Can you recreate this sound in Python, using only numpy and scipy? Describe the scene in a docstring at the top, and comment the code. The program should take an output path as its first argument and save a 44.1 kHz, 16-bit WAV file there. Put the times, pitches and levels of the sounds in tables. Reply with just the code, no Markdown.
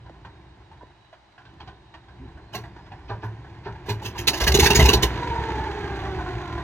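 """Slack gears clank and a starter sings thinly as a big radial aircraft engine is cranked on a snowy apron.
Single cylinders cough into the exhaust stacks, then a volley of bangs spins the shaft up.
The engine coasts on: exhaust strokes rumble in the pipes, valves clatter, the gear whine falls.
Heard in stereo from the ground beside the wing, with a short echo off the airframe and a faint hiss."""
import sys
import numpy as np
from scipy import signal
from scipy.fft import rfft, irfft, next_fast_len
from scipy.io import wavfile
from scipy.ndimage import map_coordinates

SR = 44100
rng = np.random.default_rng(int(sys.argv[2]) if len(sys.argv) > 2 else 0)


def dump(signal):
    """Clip the signal to [-1, 1] and save it as 16-bit WAV at the path in sys.argv[1]."""
    limited = np.clip(np.atleast_2d(signal).T, -1, 1)
    pcm = np.round(limited * 32767).astype(np.int16)
    wavfile.write(sys.argv[1], SR, pcm)


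N = 292383

# cylinders firing into the stacks:
# (time [s], crack [dB], bark [dB], blast [dB], boom [dB], stack resonance [Hz], rise [s])
FIRINGS = [(2.529, -40.5, -48, -42.5, -46.5, 2980, 0.0088),
           (2.545, -32.5, -35.5, -32.5, -35.5, 2070, 0.007), (3.092, -72, -36, -30.5, -26.5, 3900, 0.021),
           (3.227, -55.5, -37.5, -35, -24.5, 2486, 0.011), (3.654, -82, -35, -32.5, -34.5, 3860, 0.019),
           (3.856, -51, -55, -43.5, -39, 5370, 0.0094), (3.884, -30.5, -27, -28.5, -23, 2420, 0.014),
           (4.016, -44, -40, -40, -42, 2860, 0.011), (4.043, -32.5, -40, -39.5, -38, 2620, 0.015),
           (4.153, -46.5, -50, -36.5, -44, 2820, 0.0085), (4.175, -30.5, -34, -57, -32, 2420, 0.014),
           (4.272, -11, -29.5, -36, -48, 4000, 0.015), (4.329, -27, -40.5, -30, -38, 2670, 0.012),
           (4.401, -23.5, -30.5, -26, -17.5, 1660, 0.016), (4.467, -15.5, -21, -24, -16, 1671, 0.014),
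           (4.541, -15, -14, -26.5, -25, 6430, 0.012), (4.587, -15, -13.5, -28, -15.5, 2050, 0.018),
           (4.622, -18.5, -14.5, -19, -22, 6300, 0.021), (4.659, -10.5, -20, -32, -34, 1590, 0.0089),
           (4.701, -15, -18.5, -20, -31, 2740, 0.011), (4.75, -13, -14.5, -37, -24, 6840, 0.012),
           (4.789, -18.5, -10.5, -20, -9.5, 1990, 0.016), (4.815, -25, -15.5, -28.5, -15, 2800, 0.011),
           (4.85, -17.5, -23, -25.5, -31, 2580, 0.011), (4.886, -13.5, -15.5, -23, -42, 2820, 0.01),
           (4.931, -14.5, -16, -24, -16, 4070, 0.01), (5.024, -16, -22, -27.5, -21, 2914, .012)]
# spectrum of gas cracking out of a stack: (frequency [Hz], level [dB])
CRACK_SPECTRUM = [(1300, -8.5), (1750, 0), (2100, 2.5), (2350, -5), (2800, 4.5), (3300, -2.5), (4000, 3),
                  (5300, -3), (6500, -2), (7500, -16), (9900, -13.5), (11900, -10), (13900, -19.5),
                  (15500, -7)]
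# spectrum of the cowling's clank: (frequency [Hz], level [dB])
CLANK_SPECTRUM = [(450, -24), (620, 3), (820, 7), (1030, 7.5), (1220, -5.5), (1550, 3.5), (1950, -2),
                  (2500, -42), (3500, -26.5)]
# bright spectrum of ringing metal, and of gas leaking past a valve: (frequency [Hz], level [dB])
RING_SPECTRUM = [(1600, 5), (2500, 11), (3300, 3.5), (4300, 4), (6600, -14), (8000, -46), (12000, -42)]
# shaft speed up to the last bang, at the main gear mesh: (time [s], tooth rate [Hz])
RUN_UP = [(2.33, 198.7), (2.5, 213), (2.65, 236), (2.9, 264), (3.1, 271.5), (3.35, 300), (3.82, 321.2),
          (4.25, 542.9), (4.64, 851.4), (4.85, 985), (5.0, 1010)]
# exhaust rumble as the starter turns the engine, before speed adds to it: (time [s], level [dB])
CRANKING_RUMBLE = [(0.0, -49.5), (0.15, -46.5), (0.85, -53.5), (1.25, -72), (1.5, -50.5), (1.65, -44.5),
                   (1.799, -54.5), (2.049, -52.5), (2.25, -41.5), (2.5, -48.5)]


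def bangs():
    """Burning gas tears out of a stack; the pipe barks, and its air column booms on."""
    # midrange rush of the gas: (frequency [Hz], level [dB])
    blast_spectrum = [(400, -12), (600, 1.5), (830, 6), (1030, 6.5), (1230, -9.5), (1650, -2),
                      (2100, -17.5), (4000, -41)]
    # low bark of the pipe: (frequency [Hz], level [dB])
    bark_spectrum = [(120, -1), (200, 1), (260, -6.5), (330, 0), (410, 9), (465, -2.5), (530, -21),
                     (800, -55)]
    times, crack_db, bark_db, blast_db, boom_db, stack_hz, rise = np.transpose(FIRINGS)
    crack = bursts(times - .004, crack_db, CRACK_SPECTRUM, rise, t60=0.078, ripple_db=6.5,
                   ripple_hz=147.75, stretch=0.62, tail_db=-13.5, tail_t60=0.15,
                   peak_hz=stack_hz, peak_db=12)
    blast = bursts(times - .004, blast_db, blast_spectrum, rise, t60=0.2,
                   ripple_db=7.5, ripple_hz=81, stretch=0.27, peak_hz=857, peak_db=3.5)
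    bark = bursts(times - .003, bark_db, bark_spectrum, rise=0.006, t60=0.11,
                  ripple_db=3, ripple_hz=40.3, stretch=1)
    t, boom = np.arange(SR // 2) / SR, np.zeros(N + SR)
    for start, db, hard in zip(times, boom_db, crack_db > -30):
        # a hard bang booms lower and shorter than a cough
        hz, spread, t60 = (66, .3, 0.3) if hard else (109.8, .1, 0.41)
        detune, phase = rng.random(2)
        hz *= 1 + spread * (detune - .5)
        column = np.sin(2 * np.pi * (hz * t + phase))
        boom[round(start * SR):][:len(t)] += amp(db) * column * swell(t, rise=0.032, t60=t60)
    # gas hisses past the opening valve just ahead of each bang
    leak = bursts(times - .02, blast_db - 16, RING_SPECTRUM, rise=0.029, t60=0.2,
                  ripple_db=4, ripple_hz=164, stretch=0)
    crack_flutter = unit(amp(wobble(400)))
    boom_flutter = amp(1.5 * wobble(60))
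    return crack * crack_flutter + blast + leak + bark + boom[:N] * boom_flutter


def sputter():
    """Between the bangs of the volley the burning gas crackles raggedly."""
    start_s, end_s, fade_s = 4.327, 4.98, 0.15
    t = np.arange(N) / SR
    burning = np.clip(np.minimum(t - start_s, end_s - t) / fade_s, 0, 1)
    ragged = amp(11 * np.tanh(wobble(170)))
    return amp(-28) * burning * unit(ragged * noise(CRACK_SPECTRUM))


def afterburn(levels_db, life_s=0.084):
    """Envelope of the gas that each bang leaves burning in the pipes; a volley piles it up to a roar."""
    t, power = np.arange(SR) / SR, np.zeros(N + SR)
    flame = swell(t, rise=0.018, t60=np.log(1000) * life_s)
    for (start, *_), db in zip(FIRINGS, levels_db):
        power[round(start * SR):][:SR] += (amp(db) * flame) ** 2
    return np.sqrt(power[:N])


def engine():
    """Exhaust strokes throb in the pipes while the valve gear clatters at the same pace."""
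    # rumble of the exhaust pipes: (frequency [Hz], level [dB])
    exhaust_spectrum = [(20, -45), (38, -12.5), (52, -9), (65, 0), (85, -10.5), (115, -4), (160, -14.5),
                        (200, -13.5), (250, -68), (400, -24.5), (900, -77)]
    # clatter of the machinery: (frequency [Hz], level [dB])
    clatter_spectrum = [(150, -19), (250, 5), (350, 13), (430, 2), (520, -5), (750, 3), (1020, 3),
                        (1220, -10), (1700, -4.5), (2600, -13), (6600, -33), (15500, -52)]
    # bright chatter of the tappets: (frequency [Hz], level [dB])
    tappet_spectrum = [(1150, -3), (1650, 3), (2800, -7), (4000, -8.5), (5600, -21), (6550, -17.5),
                       (7300, -29.5), (12000, -37.5)]
    _, crack_db, bark_db, *_ = np.transpose(FIRINGS)
    tooth_hz, speed = tooth_rate(), speed_octaves()
    stroke_hz = tooth_hz * .072
    pulses = strokes(stroke_hz, scatter_db=11.5, jitter=0.13)
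    # at cranking speed the cylinders push out a smooth flow; with speed it breaks into distinct pulses
    pulsing = np.clip((tooth_hz - 300) / 700, 0, .8)
    gas = pulsing * unit(pulses) + np.sqrt(1 - pulsing ** 2) * rng.standard_normal(N)
    coasting = np.clip((np.arange(N) / SR - RUN_UP[-1][0]) / 1.86, 0, 1)
    rumble_db = curve(CRANKING_RUMBLE) + 7.5 * speed + 0.5 * coasting
    rumble_gain = np.hypot(amp(rumble_db), amp(-9) * afterburn(bark_db))
    rumble = rumble_gain * coloured(gas, exhaust_spectrum)
    valves = puffs(strokes(stroke_hz, scatter_db=14.5, jitter=0.23), decay_s=0.0023)
    clatter = coloured((1 + 0.16 * pulsing * valves) * rng.standard_normal(N), clatter_spectrum)
    clatter_gain = np.hypot(amp(clatter_db()), amp(-22) * afterburn(crack_db))
    tappets = coloured((1 + 0.37 * valves) * rng.standard_normal(N), tappet_spectrum)
    tappet_gain = amp(-38.5 + 12 * (speed - speed.max()))
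    return rumble + clatter_gain * clatter + tappet_gain * tappets


def strokes(rate_hz, scatter_db, jitter):
    """One impulse per cylinder stroke; each of the 18 cylinders has its own strength."""
    at = np.flatnonzero(np.diff(np.floor(np.cumsum(rate_hz) / SR)))
    cylinder = np.resize(rng.standard_normal(18), len(at))
    chance, slip = rng.standard_normal((len(at), 2)).T
    strength = amp(scatter_db * np.tanh(.5 * (cylinder + chance))) / np.sqrt(rate_hz[at])
    slipped = np.clip(at + jitter * slip * SR / rate_hz[at], 0, N - 1).astype(int)
    return np.bincount(slipped, strength, N)


def gear_whine():
    """Meshes whine, smeared by uneven teeth; each swells as it glides through a cowling resonance."""
    # gear meshes: (multiple of the tooth rate, level at top speed on resonance [dB], roughness,
    # cowling resonance [Hz], its width [Hz])
    meshes = [(.5, -31.5, .7, 385, 110), (1, -28.5, 1, 930, 100), (1, -36.5, 1, 790, 60),
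              (1.5, -32.5, 1.6, 990, 70), (2, -40.5, 2, 1600, 200)]
    phase = 2 * np.pi * np.cumsum(tooth_rate() * (1 + 0.01317 * wobble(35))) / SR
    whine, speed = np.zeros(N), speed_octaves()
    for ratio, db, rough, cowling_hz, width_hz in meshes:
        mesh = rough_tone(ratio * phase, rough, rate=110)
        resonant = filtered(mesh, lambda hz: 1 / (1 + 2j * (hz - cowling_hz) / width_hz))
        whine += amp(db + 1.5 * wobble(13)) * resonant
    # the teeth float as the load reverses and the propeller starts to drive the engine
    float_db = -11.5 * np.exp(-((np.arange(N) / SR - 5.08) / 0.11) ** 2)
    return whine * amp(10.5 * (speed - speed.max()) + float_db)


def knocks():
    """Gear backlash rattles the cowling at each compression; the slack parts rebound and strike again."""
    # slack gears and valve gear knocking: (time [s], clank [dB], ring [dB], panel resonance [Hz])
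    strikes = [(0.058, -47, -64, 933), (0.247, -40.5, -50.5, 930), (0.712, -47, -62, 902),
               (0.808, -45, -69, 1020), (1.126, -47, -55, 1030), (1.377, -46, -55, 1040),
               (1.45, -50, -53.5, 1490), (1.485, -64, -64, 1710), (1.601, -42.5, -45, 1080),
               (1.673, -41.5, -47, 743), (1.938, -42.5, -48, 1150), (2.081, -47.5, -58, 830),
               (2.372, -48, -71, 1610), (2.635, -41, -51, 673), (2.76, -42, -58, 950),
               (2.917, -39, -51.5, 816), (3.444, -49.5, -66, 1520), (3.752, -46, -55, 910),
               (5.645, -35, -50, 890), (6.05, -33, -45, 780), (6.185, -34, -54, 1050),
               (6.262, -33, -55, 1400), (6.577, -30.5, -48, 990)]
    # thud under each clank: (frequency [Hz], level [dB])
    thud_spectrum = [(130, 17), (200, -6.5), (350, 6.5), (700, -15), (1100, -41)]
    times, clank_db, ring_db, panel_hz = np.transpose(strikes)
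    rebounds = times + 0.013 * amp(rng.standard_normal(len(times)))
    metal = np.zeros(N)
    for at, loss_db in ((times, 0), (rebounds, -9)):
        metal += bursts(at, clank_db + loss_db, CLANK_SPECTRUM, rise=0.0033, t60=0.16,
                        ripple_db=9.5, ripple_hz=88.8, stretch=0.16, peak_hz=panel_hz, peak_db=11.5)
        metal += bursts(at, ring_db + loss_db, RING_SPECTRUM, rise=0.0045, t60=0.096,
                        ripple_db=5, ripple_hz=164, stretch=0.15, peak_hz=3250, peak_db=8)
    lull_db = np.minimum(rumble_swing_db()[(times * SR).astype(int)], 0)
    thud = bursts(times, clank_db - 2.5 + lull_db, thud_spectrum, rise=0.0065, t60=0.29,
                  ripple_db=-3.5, ripple_hz=38, stretch=0.17)
    return metal + thud


def rattle(teeth_per_knock=30):
    """Small loose knocks; as the shaft speeds up they come quicker and merge into the clatter."""
    at = np.flatnonzero(np.diff(np.floor(np.cumsum(tooth_rate()) / SR / teeth_per_knock)))
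    slip, size = rng.standard_normal((len(at), 2)).T
    times = np.clip(at / SR + .03 * slip, 0, N / SR)
    usual_db = clatter_db() - 2 - 2 * speed_octaves()
    db = usual_db[at] + 3 * np.tanh(size)
    clank = bursts(times, db, CLANK_SPECTRUM, rise=0.011, t60=0.14,
                   ripple_db=-1, ripple_hz=87.3, stretch=0.2)
    ring = bursts(times, db - 11.5, RING_SPECTRUM, rise=0.0066, t60=0.11,
                  ripple_db=4.5, ripple_hz=163, stretch=0.2)
    return clank + ring


def plops():
    """Two small plops sweep down from a click to a low knock."""
    # plops early in the cranking: (time [s], level [dB], time constant of the falling pitch [s])
    sweeps = [(0.094, -38.5, 0.0089), (0.831, -36.5, 0.0038)]
    t, out = np.arange(SR // 8) / SR, np.zeros(N)
    for start, db, fall_s in sweeps:
        hz = 110 + 900 * np.exp(-t / fall_s)
        sweep = np.sin(2 * np.pi * np.cumsum(hz) / SR)
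        out[round(start * SR):][:len(t)] += amp(db) * sweep * swell(t, rise=0.0027, t60=9 * fall_s)
    return out


def moan(start_s=2.185, length_s=0.096):
    """Air squeezed through an open valve moans briefly in a stack; pitch and level arch together."""
    arch = np.sin(np.pi * np.clip((np.arange(N) / SR - start_s) / length_s, 0, 1))
    hz = (106.7 + 25.5 * arch) * (1 + 0.036 * wobble(80))
    phase = 2 * np.pi * np.cumsum(hz) / SR
    return amp(-44) * arch * (np.sin(phase) + 1.5 * np.sin(2 * phase) + .4 * np.sin(3 * phase))


def starter(cranking_hz=3875, housing_hz=5500, off_s=4.0):
    """The starter sings thinly, muffled by its housing as it races; it drops out as the engine catches."""
    # partials of the starter motor: (multiple of its pitch, level [dB], roughness)
    partials = [(.76, -5, 1.6), (1, 0, .55)]
    speed = speed_octaves()
    phase = 2 * np.pi * np.cumsum(cranking_hz * 2 ** speed * (1 + .004 * wobble(9))) / SR
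    song = sum(amp(db) * rough_tone(ratio * phase, rough, rate=70) for ratio, db, rough in partials)
    wavering = unit(song * amp(2 * wobble(14)))
    engaged = np.clip((off_s - np.arange(N) / SR) * 10, 0, 1)
    motor = amp(-71 - 4 * speed) * engaged * wavering
    return filtered(motor, lambda hz: 1 / (1 + (hz / housing_hz) ** 20))


def microphone(source):
    """Direct sound from a little to one side reaches the two ports with unequal level and phase."""
    # left port's level over the right's: (frequency [Hz], level [dB])
    tilt = [(110, 0), (330, -1.8), (1300, -1.3), (2400, -6.5), (4400, -11), (6400, 6), (8000, -1)]
    # left port's lead over the right: (frequency [Hz], phase [rad])
    lead = [(100, 0.007), (550, 0.38), (1100, 0.4), (2100, 0.86), (3500, 2.3), (4300, 3.6), (5700, 5.75),
            (6500, 5.9), (9000, 9.15), (12000, 14.33), (15500, 17.2)]

    def port(hz, share):
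        return amp(share * along(tilt, hz)) * np.exp(1j * share * along(lead, hz))

    return filtered(source, lambda hz: np.array([port(hz, 0.5), port(hz, -0.375)]))


def airframe_echo(source):
    """Wing, hull and ground scatter a short echo to each port; the turning blades keep changing its paths."""
    echo_levels = [(60, -30), (400, -19), (1200, -13), (3000, -8)]  # (frequency [Hz], level [dB])
    t = np.arange(SR // 5) / SR
    scatter = rng.standard_normal((2, 2, len(t))) * swell(t, rise=0.0044, t60=0.029)
    paths = unit(scatter) / np.sqrt(len(t))
    one, other = signal.fftconvolve(source[None, None], paths, axes=2)[..., :N]
    blade_angle = 2 * np.pi * np.cumsum(tooth_rate() * 0.00299) / SR
    echo = np.cos(blade_angle) * one + np.sin(blade_angle) * other
    return filtered(echo, lambda hz: amp(along(echo_levels, hz)))


def apron_hiss():
    """Faint hiss of the open apron, partly common to both ports, mostly separate."""
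    # background of the apron: (frequency [Hz], level [dB])
    spectrum = [(60, 4.5), (200, -7), (350, -23), (540, -3), (880, 4.5), (1220, -6), (2750, -11),
                (4400, -13.5), (6600, -24.5), (9000, -30.5), (15000, -84)]
    return amp(-65.5) * (noise(spectrum) + 1.7 * np.array([noise(spectrum), noise(spectrum)]))


def tooth_rate(coast_s=3.85, sag_hz=2.8, sag_period_s=1.3):
    """Shaft speed in teeth a second: it sags under compression, the bangs spin it up, drag slows it."""
    t = np.arange(N) / SR
    coast = np.exp(-np.maximum(t - RUN_UP[-1][0], 0) / coast_s)
    sag = sag_hz * np.cos(2 * np.pi * (t - .57) / sag_period_s)
    return curve(RUN_UP) * coast - sag


def speed_octaves():
    """How far the shaft runs above cranking speed."""
    return np.log2(tooth_rate() / RUN_UP[0][1])


def rumble_swing_db():
    """The cranking rumble's rise and fall about its usual level."""
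    return curve(CRANKING_RUMBLE) - np.median(np.transpose(CRANKING_RUMBLE)[1])


def clatter_db():
    """The machinery grows louder with speed and shares the rumble's swings."""
    return -56 + 9 * speed_octaves() + 0.57 * rumble_swing_db()


def bursts(times, levels_db, spectrum, rise, t60, ripple_db, ripple_hz, stretch,
           tail_db=-19, tail_t60=0.44, peak_hz=1000, peak_db=0):
    """Noise bursts, each with its own random resonances; stretch makes weak ones unfold more slowly."""
    t, out = np.arange(SR // 3) / SR, np.zeros(N + SR)
    hz = np.fft.rfftfreq(len(t), 1 / SR)
    colour = spectrum_gain(spectrum, hz)
    half_width_octaves = 0.066
    for start, db, rise_s, centre_hz in np.broadcast(times, levels_db, rise, peak_hz):
        white, knots = rng.standard_normal((2, len(t)))
        ripple = np.tanh(np.interp(hz / ripple_hz, np.arange(len(t)), knots))
        peak = 1 / (1 + (np.log2((hz + 1) / centre_hz) / half_width_octaves) ** 2)
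        burst = unit(irfft(rfft(white) * colour * amp(ripple_db * ripple + peak_db * peak), len(t)))
        age = t / (1 + stretch * (max(levels_db) - db) / 20)
        envelope = np.hypot(swell(age, rise_s, t60), amp(tail_db) * swell(age, rise_s, tail_t60))
        out[round(start * SR):][:len(t)] += amp(db) * envelope * burst
    return out[:N]


def puffs(pulses, decay_s):
    """Each impulse opens a short puff."""
    t = np.arange(SR // 10) / SR
    return unit(signal.fftconvolve(pulses, t * np.exp(-t / decay_s))[:N])


def rough_tone(phase, rough, rate):
    """A sine of rms 1 whose level and phase are smeared at random, rate times a second."""
    return unit(np.sin(phase) * (1 + rough * wobble(rate)) + rough * wobble(rate) * np.cos(phase))


def swell(t, rise, t60):
    """An envelope that climbs to 1 in rise seconds, then falls 60 dB every t60 seconds."""
    return np.sin(np.pi / 2 * np.clip(t / rise, 0, 1)) ** 2 * amp(-60 * np.maximum(t - rise, 0) / t60)


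def wobble(rate):
    """A smooth random curve, rate knots a second."""
    return map_coordinates(rng.standard_normal(int(N * rate / SR) + 4), [np.arange(N) * rate / SR])


def noise(spectrum):
    """Coloured noise of rms 1."""
    return coloured(rng.standard_normal(N), spectrum)


def coloured(x, spectrum):
    """x shaped by a spectrum, at rms 1."""
    return unit(filtered(x, lambda hz: spectrum_gain(spectrum, hz)))


def spectrum_gain(spectrum, hz):
    """Gain of a spectrum that falls away beyond its ends."""
    low_hz, high_hz = spectrum[0][0] / 2, spectrum[-1][0] * 2
    return amp(along(spectrum, hz)) / (1 + (hz / high_hz) ** 4) / (1 + (low_hz / (hz + 1)) ** 4)


def filtered(x, response):
    """x times a complex response of frequency."""
    size = next_fast_len(N + SR // 2)
    return irfft(rfft(x, size) * response(np.fft.rfftfreq(size, 1 / SR)), size)[..., :N]


def along(points, hz):
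    """(frequency [Hz], value) points read on a log axis."""
    knots_hz, values = np.transpose(points)
    return np.interp(np.log(hz + 1), np.log(knots_hz + 1), values)


def curve(points):
    """(time [s], value) points read at every sample."""
    return np.interp(np.arange(N) / SR, *np.transpose(points))


def amp(db):
    """Decibels to gain."""
    return 10 ** (np.asarray(db) / 20)


def unit(x):
    """Scale to rms 1."""
    return x / np.sqrt(np.mean(x ** 2) + 1e-20)


def scene():
    """From the ground beside the wing: the engine a little to one side, its echo, the apron behind."""
    source = bangs() + sputter() + knocks() + rattle() + plops() + moan()
    source += engine() + gear_whine() + starter()
    return microphone(source) + apron_hiss() + airframe_echo(source)


def record(dry, ceiling=.9, top_hz=16100):
    """The recorder rounds off the highest peaks and keeps nothing above its band limit."""
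    rounded = dry / (1 + (dry / ceiling) ** 6) ** (1 / 6)
    return filtered(rounded, lambda hz: 1 / np.sqrt(1 + (hz / top_hz) ** 200))


dry = scene()
out = record(dry)
dump(out)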